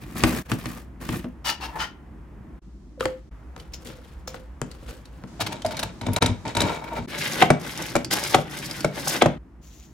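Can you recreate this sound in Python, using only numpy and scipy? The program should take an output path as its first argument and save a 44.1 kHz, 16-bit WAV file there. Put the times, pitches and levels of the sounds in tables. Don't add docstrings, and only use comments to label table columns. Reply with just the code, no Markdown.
import sys
import numpy as np
from scipy import signal
from scipy.fft import rfft, irfft, next_fast_len
from scipy.io import wavfile
from scipy.ndimage import map_coordinates

SR = 44100
rng = np.random.default_rng(int(sys.argv[2]) if len(sys.argv) > 2 else 0)


def wav_record(signal):
    frames = np.transpose(np.atleast_2d(signal))
    bounded = np.clip(frames, -1, 1)
    quanta = np.round(bounded * 32767).astype(np.int16)
    wavfile.write(sys.argv[1], SR, quanta)


N = 437901
TIME = np.arange(N) / SR


# (time [s], level [dB], brightness [dB per band])
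CHOPS = [(0.2365, -17, -1.3), (0.5165, -25.5, -2.2), (0.657, -33.5, -1.5), (1.09, -30.5, -3),
         (1.243, -43, -8)]
# (pitch [Hz], level [dB], ring time [s])
BOARD_TONES = [(95, -1, 0.075), (216.5, 10, 0.06), (246, -8.5, 0.23), (380, 0, 0.055), (1172, 14, 0.017),
               (1803, 5.5, 0.029), (2440, -1.5, 0.03)]
# (thump [dB], knock [dB], clack [dB], crack [dB])
BOARD_COLOUR = (0.5, -9.5, -0.5, -8)
# (start [s], length [s], level [dB])
CUTS = [(0.0, 0.26, -48), (0.148, 0.23, -32.5), (0.48, 0.051, -37.5), (0.57, 0.2, -42), (1.0, 0.077, -41.5),
        (1.095, 0.065, -35.5)]
# (frequency [Hz], level [dB])
CRUNCH_TONE = [(250, -15), (500, -4.5), (1000, -7), (1900, -7.5), (3500, -14), (7000, -17), (16000, -16)]

def cleaver_chops(cutting):
    board_ring = [(hz, np.log(1000) / np.pi / ring_s, 5) for hz, _, ring_s in BOARD_TONES]
    crunch = friction(cutting, CRUNCH_TONE, board_ring,
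                      grain_db=3.5, grain_hz=1400, surge_db=3, surge_hz=170)
    chops = blows(CHOPS, BOARD_TONES, BOARD_COLOUR,
                  contact_s=.00008, noise_db=1, noise_s=.052, crack_s=.012, rise_cycles=.28)
    return pan(crunch + chops, left_db=1.5)


# (start [s], length [s], level [dB], pitch [ratio])
SCRAPES = [(1.442, 0.063, -26.5, 1.015), (1.603, 0.048, -31.5, 0.95), (1.78, 0.051, -24, 1.065)]
# (frequency [Hz], level [dB])
SCRAPE_TONE = [(450, -20.5), (680, -13.5), (820, -4), (2000, -10.5), (3200, -11.5), (5800, -11),
               (7500, -18), (15000, -20)]
# (pitch [Hz], width [Hz], boost [dB])
BLADE_RING = [(830, 50, 7), (1320, 35, 11), (1750, 60, 8), (2865, 55, 12), (4640, 80, 7), (5380, 70, 6)]
# (start [s], length [s], level [dB])
JUDDERS = [(1.443, 0.075, -36.5), (1.598, 0.15, -41.5), (1.753, 0.021, -31)]
# (frequency [Hz], level [dB])
JUDDER_TONE = [(400, -11), (850, -15), (1800, -8.5), (5000, -19.5)]
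# (pitch [Hz], width [Hz], boost [dB])
JUDDER_RING = [(910, 85, 33), (1723, 44, 17)]

def cleaver_scrapes():
    rasp = friction(1, SCRAPE_TONE, BLADE_RING, grain_db=2.5, grain_hz=800, surge_db=1, surge_hz=130)
    strokes = 0
    for *stroke, pitch in SCRAPES:
        pressure = envelope([stroke], attack_s=.032, release_s=.14)
        strokes += pressure * bend(rasp, pitch + .008 * drift(40, N))
    fullness = np.interp(TIME, [SCRAPES[0][0], SCRAPES[-1][0]], [0, 1])
    scrape = bass_and_treble(strokes, split_hz=2800, low_db=0, high_db=3 - 14.5 * fullness)
    judder = friction(envelope(JUDDERS, attack_s=.0048, release_s=.14), JUDDER_TONE, JUDDER_RING,
                      grain_db=1.5, grain_hz=260, surge_db=-.5, surge_hz=140)
    return pan(scrape + judder, left_db=3.5)


# (time [s], level [dB], brightness [dB per band])
CARRIAGE_STOPS = [(7.4225, -18.5, -1.3), (8.344, -19, 1), (9.2195, -19.5, 0)]
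# (pitch [Hz], level [dB], ring time [s])
CARRIAGE_TONES = [(150, -4, .08), (215, 0, .07), (370, -8, .06), (620, -7, .03), (750, 2, .032),
                  (1240, 0, .02), (2150, 0, .018), (3450, -3, .014)]
# (thump [dB], knock [dB], clack [dB], crack [dB])
CARRIAGE_COLOUR = (-6, 8, 1, -4.5)
# (time [s], level [dB], brightness [dB per band])
FRAME_BUMPS = [(7.5025, -19.5, -4.8), (7.953, -26, -1.7), (7.962, -28, -2), (8.385, -35, -7),
               (8.845, -26, -3.6), (9.258, -25, -7.4)]
# (pitch [Hz], level [dB], ring time [s])
FRAME_TONES = [(148, 8, .1), (220, 2, .1), (365, 5, .035), (590, 8, .03), (1450, 8, .012), (2250, 0, .028)]
# (thump [dB], knock [dB], clack [dB], crack [dB])
FRAME_COLOUR = (-4, 6, 1, -3)

def slicer_knocks():
    stops = blows(CARRIAGE_STOPS, CARRIAGE_TONES, CARRIAGE_COLOUR,
                  contact_s=.0035, noise_db=-3, noise_s=.035, crack_s=.03, rise_cycles=1.3)
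    bumps = blows(FRAME_BUMPS, FRAME_TONES, FRAME_COLOUR,
                  contact_s=.002, noise_db=-6, noise_s=.03, crack_s=.025, rise_cycles=.6)
    return pan(stops + bumps, left_db=1.5)


# (start [s], length [s], level [dB])
TRAVELS = [(7.07, 0.014, -28.5), (7.125, 0.28, -30.5), (7.56, 0.37, -36), (8.1, 0.23, -30.5),
           (8.45, 0.36, -35.5), (8.9, 0.28, -34)]
# (start [s], length [s], level [dB])
BITES = [(8.104, 0.038, -27), (8.148, 0.027, -35), (9.071, 0.011, -26), (9.085, 0.082, -33.5)]
# (frequency [Hz], level [dB])
RAIL_TONE = [(110, -16.5), (190, 5), (380, 4.5), (1100, 5), (2000, 4.5), (3200, 3), (5000, -8.5),
             (9000, -52)]
# (pitch [Hz], width [Hz], boost [dB])
RAIL_RING = [(365, 50, 6), (545, 50, 9), (835, 55, 7), (1110, 60, 2), (1590, 100, 7), (2070, 110, 6),
             (3750, 160, 6)]
# (frequency [Hz], level [dB])
SLICE_TONE = [(2000, -26.5), (3600, -5.5), (5500, -1.5), (8000, -7), (11500, -6), (15500, -13.5)]

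def slicer_strokes(travel):
    graze_s = .011
    grazes = [(s - graze_s, graze_s, -17) for s, _, _ in CARRIAGE_STOPS]
    grazing = envelope(grazes, attack_s=graze_s, release_s=.019)
    rasp = friction(1, RAIL_TONE, RAIL_RING, grain_db=3.5, grain_hz=350, surge_db=3.5, surge_hz=40)
    rails = (travel + grazing) * bend(rasp, 1 + .04 * drift(10, N))
    slicing = from_db(-30) * (travel / from_db(-28)) ** 1.54
    hiss = friction(slicing, SLICE_TONE, [(5050, 200, 4.1)],
                    grain_db=3, grain_hz=900, surge_db=3, surge_hz=120)
    drone = from_db(-13.5) * travel * body(noise(N), RUMBLE_TONE, [(148, 28, 16)])
    return pan(rails + hiss + drone, left_db=1.5)


# (time [s], level [dB], brightness [dB per band])
HOPPER_KNOCKS = [(5.411, -34, 2), (5.648, -38, -2.5), (5.792, -44, 7), (5.831, -37, 2.5), (6.012, -39, -2),
                 (6.065, -33.5, -3.5), (6.084, -40, -9.5), (6.135, -51, -10.5), (6.162, -28, 1.5),
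                 (6.222, -22.5, -0.5), (6.26, -32, 4.5), (6.289, -46, -14.5), (6.55, -33.5, -1),
                 (6.568, -28, 0.5), (6.604, -29, 3), (6.617, -28, 1), (6.985, -46, -8.5)]
# (pitch [Hz], level [dB], ring time [s])
HOPPER_TONES = [(72, -4, .14), (98, 2, .14), (128, -3, .09), (245, -1, .07), (400, -4, .035), (640, 0, .04),
                (921, -1, .05), (1400, 0, .015), (2270, -3, .02), (3850, -3, .012)]
# (thump [dB], knock [dB], clack [dB], crack [dB])
HOPPER_COLOUR = (0.92, -0.36, -2, 0.43)
# (start [s], length [s], level [dB])
RUBS = [(5.392, 0.16, -38), (5.65, 0.21, -38), (6.01, 0.18, -40.5), (6.214, 0.018, -20.5),
        (6.45, 0.029, -29.5), (6.56, 0.13, -30), (6.63, 0.12, -33.5), (6.95, 0.043, -38)]
# (frequency [Hz], level [dB])
WALL_TONE = [(220, -21), (380, 4.5), (700, 1), (1200, -4), (2300, -5.5), (4500, -11), (8000, -17.5),
             (16000, -41)]
# (start [s], length [s], level [dB])
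SLIPS = [(5.402, .022, -24.5), (5.463, 0.011, -27.5), (5.522, 0.0085, -32), (5.708, 0.019, -36),
         (5.791, 0.01, -26.5), (5.828, 0.0047, -22.5)]
# (frequency [Hz], level [dB])
SLIP_TONE = [(300, -11.5), (800, 3), (2500, -4.5), (4200, -3), (7000, -11), (16000, -18)]
# (start [s], length [s], level [dB])
GROANS = [(6.163, 0.023, -23), (6.213, 0.022, -30), (6.45, 0.12, -45), (6.565, 0.074, -26.5),
          (6.65, 0.095, -30.5), (6.75, 0.21, -35.5), (6.955, 0.022, -27.5)]
# (frequency [Hz], level [dB])
GROAN_TONE = [(150, -10), (330, -1.5), (1000, -3.5), (2300, -11.5), (2800, -16), (8000, -28.5)]
# (pitch [Hz], width [Hz], boost [dB])
HOPPER_RING = [(650, 100, 7), (922, 40, 17), (1380, 60, 7), (2270, 70, 9), (3780, 70, 9)]

def hopper(rubbing):
    knocks = blows(HOPPER_KNOCKS, HOPPER_TONES, HOPPER_COLOUR,
                   contact_s=.003, noise_db=-2, noise_s=.045, crack_s=.035, rise_cycles=1)
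    rub = friction(rubbing, WALL_TONE, HOPPER_RING, grain_db=3.5, grain_hz=580, surge_db=2, surge_hz=100)
    slips = friction(envelope(SLIPS, attack_s=.0017, release_s=.027), SLIP_TONE, [],
                     grain_db=2.5, grain_hz=1300, surge_db=-1, surge_hz=200)
    hollow = friction(.97, GROAN_TONE, HOPPER_RING, grain_db=.5, grain_hz=170, surge_db=-5, surge_hz=150)
    groan = envelope(GROANS, attack_s=.009, release_s=.13) * bend(hollow, 1 + .015 * drift(18, N))
    return pan(knocks + rub + slips + groan, left_db=1.7)


# (time [s], level [dB], brightness [dB per band])
CUP_TAPS = [(3.007, -33, -2.5), (3.055, -29, -2.5), (3.563, -51.5, 1.5), (4.276, -47, -5),
            (4.343, -46, -3.5)]
# (pitch [Hz], level [dB], ring time [s])
CUP_TONES = [(517.7, 12, 0.16), (860, 17, 0.013), (1330, 28, 0.0095), (1580, 4.7, 0.0069)]
# (thump [dB], knock [dB], clack [dB], crack [dB])
CUP_COLOUR = (-10, 7, 4, -6)
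# (time [s], level [dB], brightness [dB per band])
MUDDLER_BUMPS = [(4.616, -33, -3.3), (5.238, -47, -8.5)]
# (pitch [Hz], level [dB], ring time [s])
TABLE_TONES = [(152, -2.2, 0.049), (198, 0, 0.029), (423, 0, 0.011), (1360, 0, 0.0042)]
# (thump [dB], knock [dB], clack [dB], crack [dB])
TABLE_COLOUR = (-0.28, 0.13, -0.18, -0.31)
# (start [s], length [s], level [dB])
SQUELCHES = [(2.995, 0.053, -39.5), (3.575, 0.028, -48), (3.72, 0.14, -51.5), (3.845, 0.044, -40.5),
             (3.95, 0.2, -54), (4.27, 0.092, -47), (4.66, 0.22, -51), (4.86, 0.051, -41.5),
             (4.97, 0.25, -57)]
# (frequency [Hz], level [dB])
PULP_TONE = [(250, 11), (500, 1.5), (900, 0.5), (1600, -2), (3000, -1.5), (6000, -8), (16000, -14)]
# (pitch [Hz], width [Hz], boost [dB])
CUP_RING = [(512, 45, 15), (1400, 260, 5)]
# (start [s], length [s], level [dB])
SQUIRTS = [(3.733, 0.0093, -38), (4.273, 0.0058, -35.5)]
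# (frequency [Hz], level [dB])
WET_TONE = [(1500, -12), (3200, -6), (5000, -7.5), (6800, 1), (8500, -18), (15000, -11)]
# (pitch [Hz], width [Hz], boost [dB])
SQUIRT_RING = [(4300, 90, 8.7), (5300, 160, 13)]

def cup():
    taps = blows(CUP_TAPS, CUP_TONES, CUP_COLOUR,
                 contact_s=.00045, noise_db=-3, noise_s=.025, crack_s=.013, rise_cycles=.62)
    bumps = blows(MUDDLER_BUMPS, TABLE_TONES, TABLE_COLOUR,
                  contact_s=.00011, noise_db=-4, noise_s=.029, crack_s=.0013, rise_cycles=.38)
    squelch = friction(envelope(SQUELCHES, attack_s=.0026, release_s=.33), PULP_TONE, CUP_RING,
                       grain_db=4.5, grain_hz=2000, surge_db=3, surge_hz=100)
    squirt = friction(envelope(SQUIRTS, attack_s=.004, release_s=.09), WET_TONE, SQUIRT_RING,
                      grain_db=3.5, grain_hz=900, surge_db=1.5, surge_hz=150)
    return pan(taps + bumps + squelch + squirt, left_db=2.5)


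# (time [s], level [dB], pitch [Hz])
TICKS = [(3.598, -43, 3130), (3.870, -40.5, 3140), (4.713, -42, 4300), (5.054, -47.5, 4130),
         (5.619, -37, 3320), (5.661, -30, 4600), (5.768, -31, 4000), (6.132, -30, 11300),
         (7.32, -30.5, 6300), (7.72, -40.5, 4830), (7.774, -32, 5770), (7.822, -31, 5850),
         (8.045, -28, 4600), (8.236, -26.5, 5020), (8.656, -34, 4800), (8.71, -29, 4800),
         (8.805, -31, 4800)]

def ticks():
    out, t = np.zeros((2, N)), np.arange(SR // 16) / SR
    for s, db, hz in TICKS:
        burst = spread(noise(len(t)), hz) * from_db(-60 * t / .032) * np.minimum(t / .002, 1)
        snap = band(burst, hz / 1.113, hz * 1.113) + from_db(-5) * band(burst, hz / 4.7, hz * 2)
        add(out, s, from_db(db) * snap / np.std(snap[:, t < .006]))
    return out


# (start [s], length [s], level [dB], pitch [Hz])
POPS = [(2.976, 0.022, -39, 564), (3.026, 0.004, -24.5, 1300), (5.394, 0.02, -30, 736),
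        (5.646, 0.011, -15.5, 703)]

def pops():
    out, t = np.zeros((2, N)), np.arange(SR // 20) / SR
    sag = np.exp(-8.6 * t)
    for s, length, db, hz in POPS:
        phase = 2 * np.pi * hz * np.cumsum(sag) / SR
        level = np.minimum(t / .003, 1) * from_db(db - 60 * np.maximum(t - length, 0) / .025)
        add(out, s, (level * np.sin(phase))[None])
    return out


# (start [s], length [s], level [dB])
SLICE_SLIDES = [(9.61, 0.23, -55.5)]

def wet_slice():
    slide = envelope(SLICE_SLIDES, attack_s=.033, release_s=.49)
    hiss = friction(slide, WET_TONE, [], grain_db=3.5, grain_hz=2100, surge_db=-1, surge_hz=55)
    return pan(hiss, left_db=3.5)


# (frequency [Hz], ring time [s], level [dB])
KITCHEN_ECHO = [(150, 0.3, -26.5), (372, 0.22, -23.5), (830, 0.33, -27.5), (2200, 0.33, -21),
                (5000, .25, -18), (11000, 0.11, -19.5)]

def kitchen_echo(x):
    t, response = np.arange(SR // 2) / SR, 0
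    build_up = np.minimum(t / .0075, 1) ** 2
    for hz in 90 * 2. ** np.arange(8):
        tail = band(spread(noise(len(t)), hz), hz / np.sqrt(2), hz * np.sqrt(2))
        tail *= from_db(-60 * t / at_hz(KITCHEN_ECHO, hz)) * build_up
        response += from_db(at_hz(KITCHEN_ECHO, hz, column=2)) * unit_power(tail) / np.sqrt(len(t))
    return signal.fftconvolve(x, response, axes=1)[:, :N]


# (start [s], hum [dB], rumble [dB], air [dB], hiss [dB])
BACKGROUND_STEPS = [(0, -47.5, -47, -37, -90), (2.61, -48, -50.5, -46, -71.5),
                    (3.305, -46, -52, -36.5, -76.5), (5.272, -71, -44, -32.5, -59),
                    (7.07, -60.5, -39.5, -42, -70.5), (9.38, -52, -52.5, -43, -85)]
# (frequency [Hz], level [dB])
ROOM_TONE = [(20, -24), (35, -8.5), (58, 9), (85, -11.5), (300, -30), (1000, -30.5), (2000, -38.5),
             (4000, -55), (16000, -61.5)]
# (frequency [Hz], level [dB])
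RUMBLE_TONE = [(20, -30.5), (40, -16.5), (90, -3.5), (150, 5.5), (230, 2.5), (330, 1.5), (480, -15.5),
               (900, -28.5), (3000, -65.5)]

def background(shaking):
    steps = np.array(BACKGROUND_STEPS)
    hum_db, rumble_db, air_db, hiss_db = steps[np.searchsorted(steps[1:, 0], TIME), 1:].T
    room = bass_and_treble(body(noise(N), ROOM_TONE), split_hz=130, low_db=hum_db, high_db=air_db)
    rumble = friction(np.hypot(from_db(rumble_db), shaking), RUMBLE_TONE, [],
                      grain_db=1.5, grain_hz=200, surge_db=2, surge_hz=25)
    hiss = from_db(hiss_db) * unit_power(band(noise(N), 2600, 7400))
    return room + rumble + hiss


BAND_EDGES = [50, 300, 1100, 3400, 9500]

def blows(hits, tones, colour_db, contact_s, noise_db, noise_s, crack_s, rise_cycles):
    out, t = np.zeros((2, N)), np.arange(SR // 4) / SR
    attack = t < .018
    for s, level_db, brightness_db in hits:
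        levels = level_db + np.array(colour_db) + brightness_db * (np.arange(4) - 1.5)
        for low, high, db in zip(BAND_EDGES, BAND_EDGES[1:], levels):
            centre = np.sqrt(low * high)
            band_tones = [tone for tone in tones if low <= tone[0] < high]
            fade_s = noise_s * (1000 / centre) ** .4 if band_tones else crack_s
            contact = 1 - np.exp(-(t / contact_s) ** 2)
            burst = band(spread(noise(len(t)), centre) * contact * from_db(-60 * t / fade_s), low, high)
            ring = ringing(band_tones, t, rise_cycles)
            sound = from_db(noise_db) * burst / np.std(burst[:, attack])
            sound += ring / (np.std(ring[:, attack]) + 1e-12)
            add(out, s, from_db(db) * sound / np.std(sound[:, attack]))
    return out


def ringing(tones, t, rise_cycles):
    ring = np.zeros((2, len(t)))
    for hz, db, ring_s in tones:
        strength, detune, direction = rng.standard_normal(3)
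        skew = (.3 * direction - 1) * np.arccos(at_hz(LIKENESS, hz)) / 3
        wave = np.sin(2 * np.pi * hz * (1 + .02 * detune) * t + np.array([[-skew], [skew]]))
        swell = 1 - np.exp(-(t * hz / rise_cycles) ** 2)
        ring += wave * swell * from_db(db + 1.5 * strength - 60 * t / ring_s)
    return ring


def friction(gain, tone, rings, grain_db, grain_hz, surge_db, surge_hz):
    force, shared = 0, drift(surge_hz, N)
    for low, high in [(20, 1500), (1500, 5000), (5000, 18000)]:
        surge = np.minimum((shared + drift(surge_hz, N)) / np.sqrt(2), 2)
        grain = np.minimum(drift(grain_hz, N), 3)
        force += band(noise(N) * from_db(grain_db * grain + surge_db * surge), low, high)
    return gain * body(force, tone, rings)


def body(force, tone, rings=()):
    size = next_fast_len(force.shape[1] + SR // 8, real=True)
    hz = np.arange(size // 2 + 1) * SR / size
    boost = 1 + sum((from_db(db) - 1) / (1 + 2j * (hz - pitch) / width) for pitch, width, db in rings)
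    sound = irfft(spread(rfft(force, size), hz) * from_db(at_hz(tone, hz)) * boost, size)
    return unit_power(sound[:, :force.shape[1]])


def envelope(rows, attack_s, release_s):
    power = 0
    for start, length, db in rows:
        rise = np.clip((TIME - start) / attack_s, 0, 1)
        released = np.clip((TIME - start - length) / release_s, 0, 2)
        power += (rise * from_db(db - 60 * released)) ** 2
    return np.sqrt(power)


# (frequency [Hz], likeness [0-1])
LIKENESS = [(60, .97), (300, .83), (700, .62), (2000, .45), (11000, .65)]

def spread(pair, hz):
    alike = at_hz(LIKENESS, hz)
    mid, side = np.sqrt((1 + alike) / 2) * pair[0], np.sqrt((1 - alike) / 2) * pair[1]
    return np.array([mid + side, mid - side])


def pan(x, left_db):
    return x * from_db([[left_db / 2], [-left_db / 2]])


def bend(x, ratio):
    return np.array([map_coordinates(side, [np.cumsum(ratio)], order=3, mode="mirror") for side in x])


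def drift(rate, size):
    points = rng.standard_normal(size // 8)
    return unit_power(np.interp(TIME[:size] * rate, np.arange(len(points)), points))


def noise(size):
    return rng.standard_normal((2, size))


def band(x, low, high):
    return signal.sosfilt(signal.butter(2, [low, min(high, .45 * SR)], "band", fs=SR, output="sos"), x)


def bass_and_treble(x, split_hz, low_db, high_db):
    return from_db(low_db) * band(x, 12, split_hz) - from_db(high_db) * band(x, split_hz, 19000)


def at_hz(table, hz, column=1):
    table = np.array(table)
    return np.interp(np.log(hz + 1e-9), np.log(table[:, 0]), table[:, column])


def add(out, s, sound):
    start = max(0, round(s * SR))
    out[:, start:start + sound.shape[1]] += sound[:, :N - start]


def from_db(db):
    return 10 ** (np.asarray(db) / 20)


def unit_power(x):
    return x / np.sqrt(np.mean(x ** 2) + 1e-20)


# (time [s], length [s], level change [dB])
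DIPS = [(0.439, 0.031, -15.5), (2.606, 0.025, -33), (3.303, 0.017, -24), (6.199, 0.019, -54),
        (7.068, 0.012, -53)]

def scene():
    cutting = envelope(CUTS, attack_s=.018, release_s=.25)
    rubbing = envelope(RUBS, attack_s=.0044, release_s=.26)
    travel = envelope(TRAVELS, attack_s=.08, release_s=.51)
    travel += envelope(BITES, attack_s=.006, release_s=.027)
    shaking = from_db(2) * cutting + from_db(-2) * rubbing
    work = cleaver_chops(cutting) + cleaver_scrapes() + slicer_knocks() + slicer_strokes(travel)
    work += hopper(rubbing) + cup() + ticks() + pops()
    cut_off = np.clip((9.385 - TIME) / .01, 0, 1)
    dip_db = sum(db * np.exp(-(2 * (TIME - s) / length) ** 4) for s, length, db in DIPS)
    return ((work + kitchen_echo(work)) * cut_off + wet_slice() + background(shaking)) * from_db(dip_db)


def record(dry):
    pair = np.array([dry[0], np.pad(dry[1], (1, 0))[:N]])
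    rounded = pair / (1 + pair ** 6) ** (1 / 6)
    return signal.sosfilt(signal.ellip(10, .3, 80, 15900, fs=SR, output="sos"), rounded)


dry = scene()
out = record(dry)
wav_record(out)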